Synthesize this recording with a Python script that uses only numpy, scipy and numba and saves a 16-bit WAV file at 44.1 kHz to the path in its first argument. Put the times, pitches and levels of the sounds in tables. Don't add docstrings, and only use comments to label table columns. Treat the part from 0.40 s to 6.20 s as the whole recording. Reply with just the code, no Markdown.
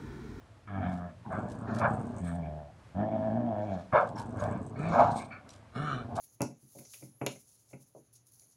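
import sys
import numpy as np
from scipy import signal
from scipy.fft import rfft, irfft, next_fast_len
from scipy.io import wavfile
from scipy.ndimage import map_coordinates
from numba import njit

SR = 44100
rng = np.random.default_rng(int(sys.argv[2]) if len(sys.argv) > 2 else 0)


def ratio(d):
    e = np.asarray(d, float) / 20
    return 10 ** e


def int16_out(signal):
    q = np.round(np.clip(np.atleast_2d(signal).T, -1, 1) * 32767)
    wavfile.write(sys.argv[1], SR, q.astype(np.int16))


N = 255780


# (time [s], pitch [Hz], effort [dB], jaw opening [0-1])
GROWLS = [
    [(0.27, 98.05, -49, 1.0), (0.3, 101.1, -40, 0.63), (0.38, 96.7, -34.5, 0.53), (0.474, 91.2, -34, 0.57),
     (0.57, 89.8, -42.5, 0.54), (0.66, 87.8, -41, 0.42), (0.72, 78.4, -54.5, 0.54)],
    [(1.8, 92.5, -36.5, 0.3), (1.83, 89.2, -32.5, 0.02), (1.89, 83.2, -36.5, 0.57),
     (1.972, 88.55, -36, 0.18), (2.05, 76.5, -39.5, 0.15), (2.176, 76.2, -43, 0.07), (2.29, 70.4, -53, 0)],
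    [(2.545, 87.9, -36.5, 0.05), (2.6, 103.5, -31, 0.3), (2.66, 106.1, -34, 0.05), (2.82, 108.9, -35, 0.26),
     (2.945, 110.2, -34, 0.03), (2.99, 120.8, -34, 0.1), (3.07, 119.3, -36, 0.08),
     (3.15, 102.2, -32.5, 0.01), (3.26, 106.3, -35.5, 0.28), (3.35, 92.2, -34.5, 0.14),
     (3.415, 83.2, -43, 0.41), (3.44, 87.9, -56, 0), (3.49, 83.6, -65, 0)],
]
# (level over the effort with jaws shut [dB], change on opening them [dB])
GROWL_JAWS = [(-3, -7), (-31, 36.5), (-38.5, 24.5)]
# (time [s], factor [1])
RASP = [(.35, .5), (.41, 1.4), (.53, 1.2), (.6, .5), (1.9, .5), (2.3, .6), (2.6, 1.1), (3.08, 1.1),
        (3.15, .4)]
# (centre [Hz], width [Hz], level [dB])
SHUT_TRACT = ([(980, 200, -5), (1242, 240, 3), (1720, 300, 1.5)], [(2220, 260, 5), (3270, 660, -10)],
               [(92.5, 290, -4.5), (219, 105, 3.5)])
THROAT_OPENS_S = [0.039, 0.17, 0.014]
GROWL_THROAT_HZ = [680, 660, 660]
HUM_DB, RATTLE_DB = 0, -9
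GRIP_DB = 3


def growler():
    rasp = curves(RASP)[0]
    call = sounding(GROWLS).argmax(0)
    pitch, gains = jawed(GROWLS, GROWL_JAWS)
    starts = np.array([c[0][0] for c in GROWLS])
    since = np.clip(np.arange(N) / SR - starts[call], 0, None)
    opened = 1 - np.exp(-since / np.array(THROAT_OPENS_S)[call])
    gains = gains * [np.ones(N), opened, ratio(GRIP_DB * wobble(30)), ratio(GRIP_DB * wobble(20))]
    throat_hz = np.array(GROWL_THROAT_HZ)[call] * (1 + 0.02 * wobble(7))
    clear = ratio(HUM_DB) * gains[0] * hum(pitch, rasp)
    gains[0] *= ratio(RATTLE_DB)
    rough = voice(pitch, gains, throat_hz, SHUT_TRACT, jitter=0.03 * rasp, scatter_db=3 * rasp,
                  breath=0.16 * rasp, throb=0.3 * rasp, throat_width_hz=110.0)
    return clear + rough


# (multiple of the pitch [1], level [dB])
HUM_PARTIALS = [(1, 0), (1.5, -12), (2, -1), (2.5, -10), (3, -13)]


def hum(pitch, rasp):
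    phase = 2 * np.pi * np.cumsum(pitch * (1 + 0.035 * rasp * wobble(70))) / SR
    total = np.zeros(N)
    for multiple, db in HUM_PARTIALS:
        level = ratio(db + 2.5 * rasp * wobble(45))
        roughened = rasp ** 2 if multiple % 1 else 1
        total += level * roughened * np.sin(multiple * phase)
    return unit(total)


# (time [s], effort [dB], jaw opening [0-1])
SNARLS = [
    [(0.85, -44, 0), (0.94, -36, 0.47), (1.06, -37.5, 0.5), (1.2, -41, 0.46), (1.31, -34, 0.5),
     (1.53, -33, 0.35), (1.6, -37.5, 0.4), (1.7, -37.5, 0.33), (1.79, -42.5, 0.7)],
    [(3.525, -27, 0.3), (3.6, -45.5, 0.3), (3.78, -41.5, 0), (3.92, -39.5, 0.34), (4.04, -31, 0.3),
     (4.15, -35, 0.69), (4.29, -42, 0), (4.45, -41, 0.97), (4.57, -34.5, 0.7), (4.68, -36, 0),
     (4.8, -42, 0.98), (4.88, -56.5, 1), (5.2, -59.5, 0.85), (5.28, -66.5, 1)],
    [(5.64, -44.5, 0.7), (5.68, -42, 0.12), (5.8, -37, 0.2)],
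]
# (level over the effort with jaws shut [dB], change on opening them [dB])
SNARL_JAWS = [(-16.5, 13), (-25, 17), (-57.5, 46.2)]
# (centre [Hz], width [Hz], level [dB])
OPEN_TRACT = ([(1051, 480, 8.7), (1238, 430, 9.5), (1597, 340, 3.8)], [(2200, 305, 20.5), (3540, 230, -1),
               (3940, 400, -9)], [(96.7, 18.7, 4.5), (252, 410, -2.5)])
SNARL_HZ, SNARL_HZ_PER_DB = 108.76, 0.25
SNARL_THROAT_HZ, BARK_SNOUT_DB = 614, -19


def snarler():
    effort_db, jaw = curves(np.concatenate(SNARLS))
    pitch = SNARL_HZ + SNARL_HZ_PER_DB * (effort_db + 38)
    chest = sounding(SNARLS).max(0) * ratio(effort_db)
    bed = [chest * ratio(shut_db + opens_db * jaw) for shut_db, opens_db in SNARL_JAWS]
    throat, mouth, bark_hz = barks()
    pull = (throat * bark_hz).sum(0) + (bed[0] + 1e-9) * SNARL_THROAT_HZ
    throat_hz = pull / (throat.sum(0) + bed[0] + 1e-9)
    gains = [chest, bed[0] + throat.sum(0), bed[1] + mouth, bed[2] + ratio(BARK_SNOUT_DB) * mouth]
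    return voice(pitch, gains, throat_hz, OPEN_TRACT, jitter=0.12, scatter_db=2.5,
                 breath=0.75, throb=0.55, throat_width_hz=190.0)


# (start time [s], throat level [dB], rise [s], throat resonance at the start [Hz],
# mouth over throat [dB])
BARKS = [(0.849, -48, 0.0025, 980, -23), (0.902, -42, 0.022, 562, 2.5), (1.39, -30, 0.051, 573, -1),
         (3.521, -24.5, 0.041, 549.4, 2), (3.759, -46.5, 0.011, 930, 1), (3.959, -38.5, 0.09, 490, -5.5),
         (4.52, -21.5, 0.094, 598, -6.5), (5.68, -45.5, 0.025, 680, -35), (5.75, -39.5, 0.033, 660, -6.5)]
GLIDE_HZ_PER_S = 990
FALL_DB_PER_S, ROUND_S = 178.5, 0.017
JAWS_CLOSE = 1.75


def barks():
    start, peak_db, rise, hz, mouth_db = np.transpose(BARKS)[..., None]
    t = np.arange(N) / SR - start
    swell = ratio(peak_db) * np.clip(t / rise, 0, 1) ** 0.79
    spent_db = FALL_DB_PER_S * (np.hypot(np.clip(t - rise, 0, None), ROUND_S) - ROUND_S)
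    throat = swell * ratio(-spent_db)
    mouth = (swell * ratio(mouth_db - JAWS_CLOSE * spent_db)).sum(0)
    return throat, mouth, hz + GLIDE_HZ_PER_S * np.clip(t, 0, 0.3)


# (time [s], pitch [Hz], effort [dB], jaw opening [0-1])
SNORTS = [
    [(4.365, 126, -44, 0.11), (4.385, 135, -36, .05), (4.45, 166, -36, 0.041), (4.54, 170.7, -33, 0.033)],
    [(4.56, 245.7, -32, 0), (4.625, 260, -32, 0)],
    [(5.315, 112.2, -69.5, 1), (5.345, 113.7, -59, 1), (5.36, 120.9, -35.5, 0.58), (5.41, 150, -35.5, 0.57),
     (5.5, 146.1, -38.5, 0.84), (5.55, 125.3, -34.5, 0.6), (5.62, 116.1, -38.5, 0.43)],
]
# (level over the effort with jaws shut [dB], change on opening them [dB])
SNORT_JAWS = [(-15.5, 5.2), (-21, 24.6), (-32.5, 25)]
# (centre [Hz], width [Hz], level [dB])
DRAWN_TRACT = ([(1257, 320, 5), (1520, 300, -5), (1785, 145, 1)], [(135, 140, -9), (247, 220, -16)])
# (centre before [Hz], centre after [Hz], width [Hz], level before [dB], level after [dB])
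SNOUT = [(2235, 2328, 155, 1.5, -4), (2910, 3100, 250, -6.5, -1), (3560, 3500, 370, -10.5, -8),
         (4040, 4100, 300, -5.5, -6), (5380, 5960, 500, -12, -16), (6800, 7100, 440, -15, -23),
         (9050, 8500, 2200, -16.5, -24)]
NARROWS_S = [5.44, 5.67]
SNORT_THROAT_HZ = 659


def snorts():
    narrowed = np.interp(np.arange(N) / SR, NARROWS_S, [0, 1])
    snout = []
    for hz, hz_after, width, db, db_after in SNOUT:
        snout.append((hz + (hz_after - hz) * narrowed, width, db + (db_after - db) * narrowed))
    tract = DRAWN_TRACT[0], snout, DRAWN_TRACT[1]
    pitch, gains = jawed(SNORTS, SNORT_JAWS)
    return voice(pitch, gains, np.full(N, float(SNORT_THROAT_HZ)), tract, jitter=0.02, scatter_db=2,
                 breath=0.14, throb=0.15, throat_width_hz=150.0)


# (centre [Hz], width [Hz], level [dB])
WINDPIPE = [(406, 148, 0)]
TREMOR_DB, TREMOR_HZ = -14, 56
SINUS_HZ = 1903


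def voice(pitch, gains, throat_hz, tract, jitter, scatter_db, breath, throb, throat_width_hz):
    pulses, puffs = folds(pitch, jitter, scatter_db)

    def drive(share):
        return np.sqrt(1 - share) * pulses + np.sqrt(share) * puffs

    chest = resonant(resonant(drive(breath ** 1.5), tract[2]), [(132, 1500, 0)])
    chest = filtered(chest, lambda hz: 1 / (1 + 1j * hz / 275 - (hz / 275) ** 2) ** 2)
    windpipe = resonant(resonant(puffs, WINDPIPE), WINDPIPE)
    chest = unit(chest) + ratio(-12) * unit(windpipe)
    chest = chest * (1 + throb * np.sin(2 * np.pi * np.cumsum(25 + 7 * wobble(12)) / SR))
    shudder = [(TREMOR_HZ, 50, 0)]
    chest = chest + ratio(TREMOR_DB) * unit(resonant(resonant(puffs, shudder), shudder))

    throat = sweeping(drive(breath), throat_hz, throat_width_hz, SR)
    throat = sweeping(throat, throat_hz, 266.0, SR)
    mouth = resonant(shifting(drive(breath ** 0.2), tract[0]), [(1520, 3100, 0)])
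    snout = resonant(shifting(drive(breath ** 0.044), tract[1]), [(3240, 2500, 0)])
    sound = gains[0] * unit(chest) + gains[1] * unit(throat)
    sound = sound - gains[2] * unit(mouth) + gains[3] * unit(snout)
    return sound - 0.47 * resonant(sound, [(SINUS_HZ, 250, 0)])


def folds(pitch, jitter, scatter_db):
    phase = np.cumsum(pitch * (1 + jitter * wobble(90))) / SR
    cycle = phase.astype(int)
    size = ratio(scatter_db * rng.uniform(-0.37, 1, N // 100)[cycle])
    pulses = unit(size * (np.diff(cycle, prepend=0) > 0))
    puffs = unit(size * np.exp(-1.2 * (phase - cycle)) * rng.standard_normal(N))
    return pulses, puffs


# (start time [s], length [s], mouth level [dB], snout level [dB])
PANTS = [(1.27, 0.12, -50, -67), (4.356, 0.17, -50.5, -52), (4.902, 0.073, -53, -55)]
# (centre [Hz], width [Hz], level [dB])
WHEEZE = ([(1320, 450, 3.5), (1790, 190, 0)], [(2300, 200, 7.5), (2540, 180, -3), (4440, 260, -9.5)])


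def pants():
    air = ratio(3 * wobble(60)) * rng.standard_normal(N)
    mouth, snout = (unit(shifting(air, modes)) for modes in WHEEZE)
    out = np.zeros(N)
    for start, length, mouth_db, snout_db in PANTS:
        out += held(start, length) * (ratio(mouth_db) * mouth + ratio(snout_db) * snout)
    return out


# (start time [s], length [s], level [dB])
RATTLES = [(0.886, 0.33, -71), (1.48, 0.36, -66.5), (3.857, 0.426, -70), (4.374, 0.13, -64)]
# (centre [Hz], width [Hz], level [dB])
NOSTRILS = [(8200, 1500, 4), (6430, 1500, -4.5)]
# (peak time [s], half length [s], level past the teeth [dB], level in the nose [dB])
HUFFS = [(1.31, .04, -64, -85), (3.33, 0.12, -69.5, -95), (1.9, 0.056, -65, -56.5),
         (4.605, 0.13, -56.5, -73.5), (4.79, 0.064, -57, -56)]
# (centre [Hz], width [Hz], level [dB])
TEETH = [(3500, 710, 2), (4120, 400, 8), (5660, 1500, -1), (7070, 400, 1)]


def nose():
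    flaps, hiss = folds(80 * ratio(2 * wobble(12)), jitter=0.4, scatter_db=10)
    clicks = ratio(2 * wobble(20)) * (flaps + 0.6 * hiss)
    clicks = unit(shifting(clicks, NOSTRILS, drift=0.025, flicker_db=2))
    rattle = sum(ratio(db) * held(start, length) for start, length, db in RATTLES) * clicks

    peak, half, teeth_db, nose_db = np.transpose(HUFFS)[..., None]
    swell = np.exp(-((np.arange(N) / SR - peak) / half) ** 2)
    air = ratio(3.5 * wobble(73)) * rng.standard_normal((2, N))
    teeth = unit(resonant(air[0], TEETH))
    nostrils = unit(resonant(air[1], [(8370, 410, 0)]))
    return rattle + (ratio(teeth_db) * swell).sum(0) * teeth + (ratio(nose_db) * swell).sum(0) * nostrils


# (start time [s], level of the noise crests [dB], length [s])
SCUFFS = [(0.473, -45, 0.09), (1.076, -41, 0.056), (1.335, -32, 0.052), (3.366, -52, 0.044),
          (3.589, -46, 0.059), (3.658, -46.5, 0.05), (3.758, -34.5, 0.058), (3.977, -38.5, 0.068),
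          (5.082, -39, 0.035), (5.115, -39.5, 0.044), (5.747, -32.5, 0.031)]
# (frequency [Hz], level per Hz [dB])
GRIT = [(1470, -36), (2500, -9.5), (3120, -5.5), (3690, -5), (8830, -8.5), (11800, -19)]


def paws():
    t = np.arange(N) / SR
    stroke = np.zeros(N)
    for start, db, length in SCUFFS:
        u = np.clip(t - start, 0, None) / length
        stroke += ratio(db - 14.0) * (1 - np.exp(-u / 0.61)) * np.exp(-u ** 2)
    return stroke * unit(ratio(5.8 * wobble(250)) * coloured(GRIT))


# (time [s], level before the soft onset [dB], ring [Hz])
CLAWS = [(3.757, -48, 5520), (3.769, -30.5, 935), (3.783, -41, 5350), (3.802, -28, 940), (3.998, -43, 6600),
         (4.016, -49.5, 8200), (5.103, -46, 5800)]
TAP_T60_S, TAP_RISE_S = 0.026, 0.00065


def claws():
    out = np.zeros(N + SR)
    t = np.arange(SR // 20) / SR
    envelope = ratio(-60 * t / TAP_T60_S) * (1 - np.exp(-t / TAP_RISE_S))
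    for start, db, hz in CLAWS:
        out[round(start * SR):][:len(t)] += ratio(db) * envelope * np.sin(2 * np.pi * hz * t)
    return out[:N]


# (time [s], peak level of the envelope [dB])
THUDS = [(0.1, -50), (0.761, -46), (0.805, -47), (4.93, -46)]
THUD_HZ, THUD_S = 105, 0.012


def thuds():
    start, db = np.transpose(THUDS)[..., None]
    u = np.clip(np.arange(N) / SR - start, 0, None) / THUD_S
    return (ratio(db) * u * np.exp(1 - u) * np.sin(2 * np.pi * THUD_HZ * THUD_S * u)).sum(0)


# (frequency [Hz], time to fall 60 dB [s])
WALLS = [(150, 0.88), (700, 0.23), (3000, 0.016), (8000, 0.048)]
WALL_LOW_HZ = 300


def walls(x):
    out = np.zeros(N + SR)
    step = SR // 4
    for i in range(-step, N, step):
        hz, t, z = signal.stft(rng.standard_normal(SR // 2), SR, nperseg=256)
        fade = ratio(-60 * t / along(WALLS, hz)[:, None])
        tail = signal.istft(z * fade, SR, nperseg=256)[1]
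        piece = x[max(i, 0):i + 2 * step] * np.hanning(2 * step)[max(-i, 0):N - i]
        wet = signal.fftconvolve(piece, tail / np.linalg.norm(tail))
        out[max(i, 0) + 300:][:len(wet)] += wet
    return filtered(out[:N], lambda hz: (1j * hz / (WALL_LOW_HZ + 1j * hz)) ** 2)


# (frequency [Hz], level per Hz [dB])
TOWN = [(15, -35), (30, -7.5), (60, -1), (110, 3.5), (165, -10.5), (260, -10.5), (400, -17), (620, -14),
        (1100, -18), (2000, -24.5), (3500, -30.5), (8000, -38), (11800, -43.5)]
TOWN_DB = -56.5


def town():
    return ratio(TOWN_DB + 1.5 * wobble(6)) * coloured(TOWN)


ATTACK_S, RELEASE_S = 0.006, 0.02


def held(start, length):
    t = np.arange(N) / SR - start
    return np.clip(t / ATTACK_S, 0, 1) * np.exp(-np.clip(t - length, 0, None) / RELEASE_S)


def sounding(calls):
    return np.array([held(c[0][0], c[-1][0] - c[0][0]) for c in calls])


def jawed(calls, jaws):
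    pitch, effort_db, jaw = curves(np.concatenate(calls))
    layers_db = [effort_db] + [effort_db + shut_db + opens_db * jaw for shut_db, opens_db in jaws]
    return pitch, sounding(calls).max(0) * ratio(layers_db)


def shifting(x, modes, drift=0.015, flicker_db=2):
    out = np.zeros(N)
    for k, (centre, width, db) in enumerate(modes):
        hz = centre * (1 + drift * wobble(9))
        norm = (1 - np.exp(-2 * np.pi * width / SR)) / 2
        ringing = sweeping(sweeping(x, hz, float(width), SR), hz, float(width), SR)
        out += (-1) ** k * ratio(db + flicker_db * wobble(16)) * norm ** 2 * ringing
    return out


@njit
def sweeping(x, hz, width_hz, rate):
    y = np.zeros(len(x))
    r = np.exp(-np.pi * width_hz / rate)
    for i in range(2, len(x)):
        turn = 2 * r * np.cos(2 * np.pi * hz[i] / rate)
        y[i] = x[i] - x[i - 2] + turn * y[i - 1] - r * r * y[i - 2]
    return y


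def resonant(x, modes):
    def response(f):
        return sum((-1) ** k * ratio(db) * 1j * f * w / (c * c - f * f + 1j * f * w)
                   for k, (c, w, db) in enumerate(modes))
    return filtered(x, response)


def filtered(x, response):
    m = next_fast_len(N + SR // 2)
    return irfft(rfft(x, m) * response(np.fft.rfftfreq(m, 1 / SR)), m)[..., :N]


def coloured(spectrum):
    return unit(filtered(rng.standard_normal(N), lambda hz: ratio(along(spectrum, hz))))


def wobble(rate):
    knots = rng.standard_normal(int(N * rate / SR) + 4)
    return map_coordinates(knots, [np.arange(N) * rate / SR])


def curves(rows):
    s, *cols = np.transpose(rows)
    return [np.interp(np.arange(N) / SR, s, c) for c in cols]


def along(points, hz):
    f, v = np.transpose(points)
    return np.interp(np.log(hz + 1), np.log(f + 1), v)


def unit(x):
    return x / np.sqrt(np.mean(x ** 2) + 1e-20)


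def scene():
    voices = growler() + snarler() + snorts()
    dogs = voices + pants() + nose() + paws() + claws() + thuds()
    return (dogs + ratio(-7.5) * walls(dogs) + town())[None]


def roll_off(x):
    return signal.sosfilt(signal.butter(12, 11990, fs=SR, output="sos"), x)


def record(dry):
    rounded = dry / (1 + np.abs(dry / 0.45) ** 4) ** (1 / 4)
    mix = filtered(rounded, lambda hz: (1j * hz / (45 + 1j * hz)) ** 2 * (hz < 11950))
    return roll_off(mix)


dry = scene()
out = record(dry)
int16_out(out)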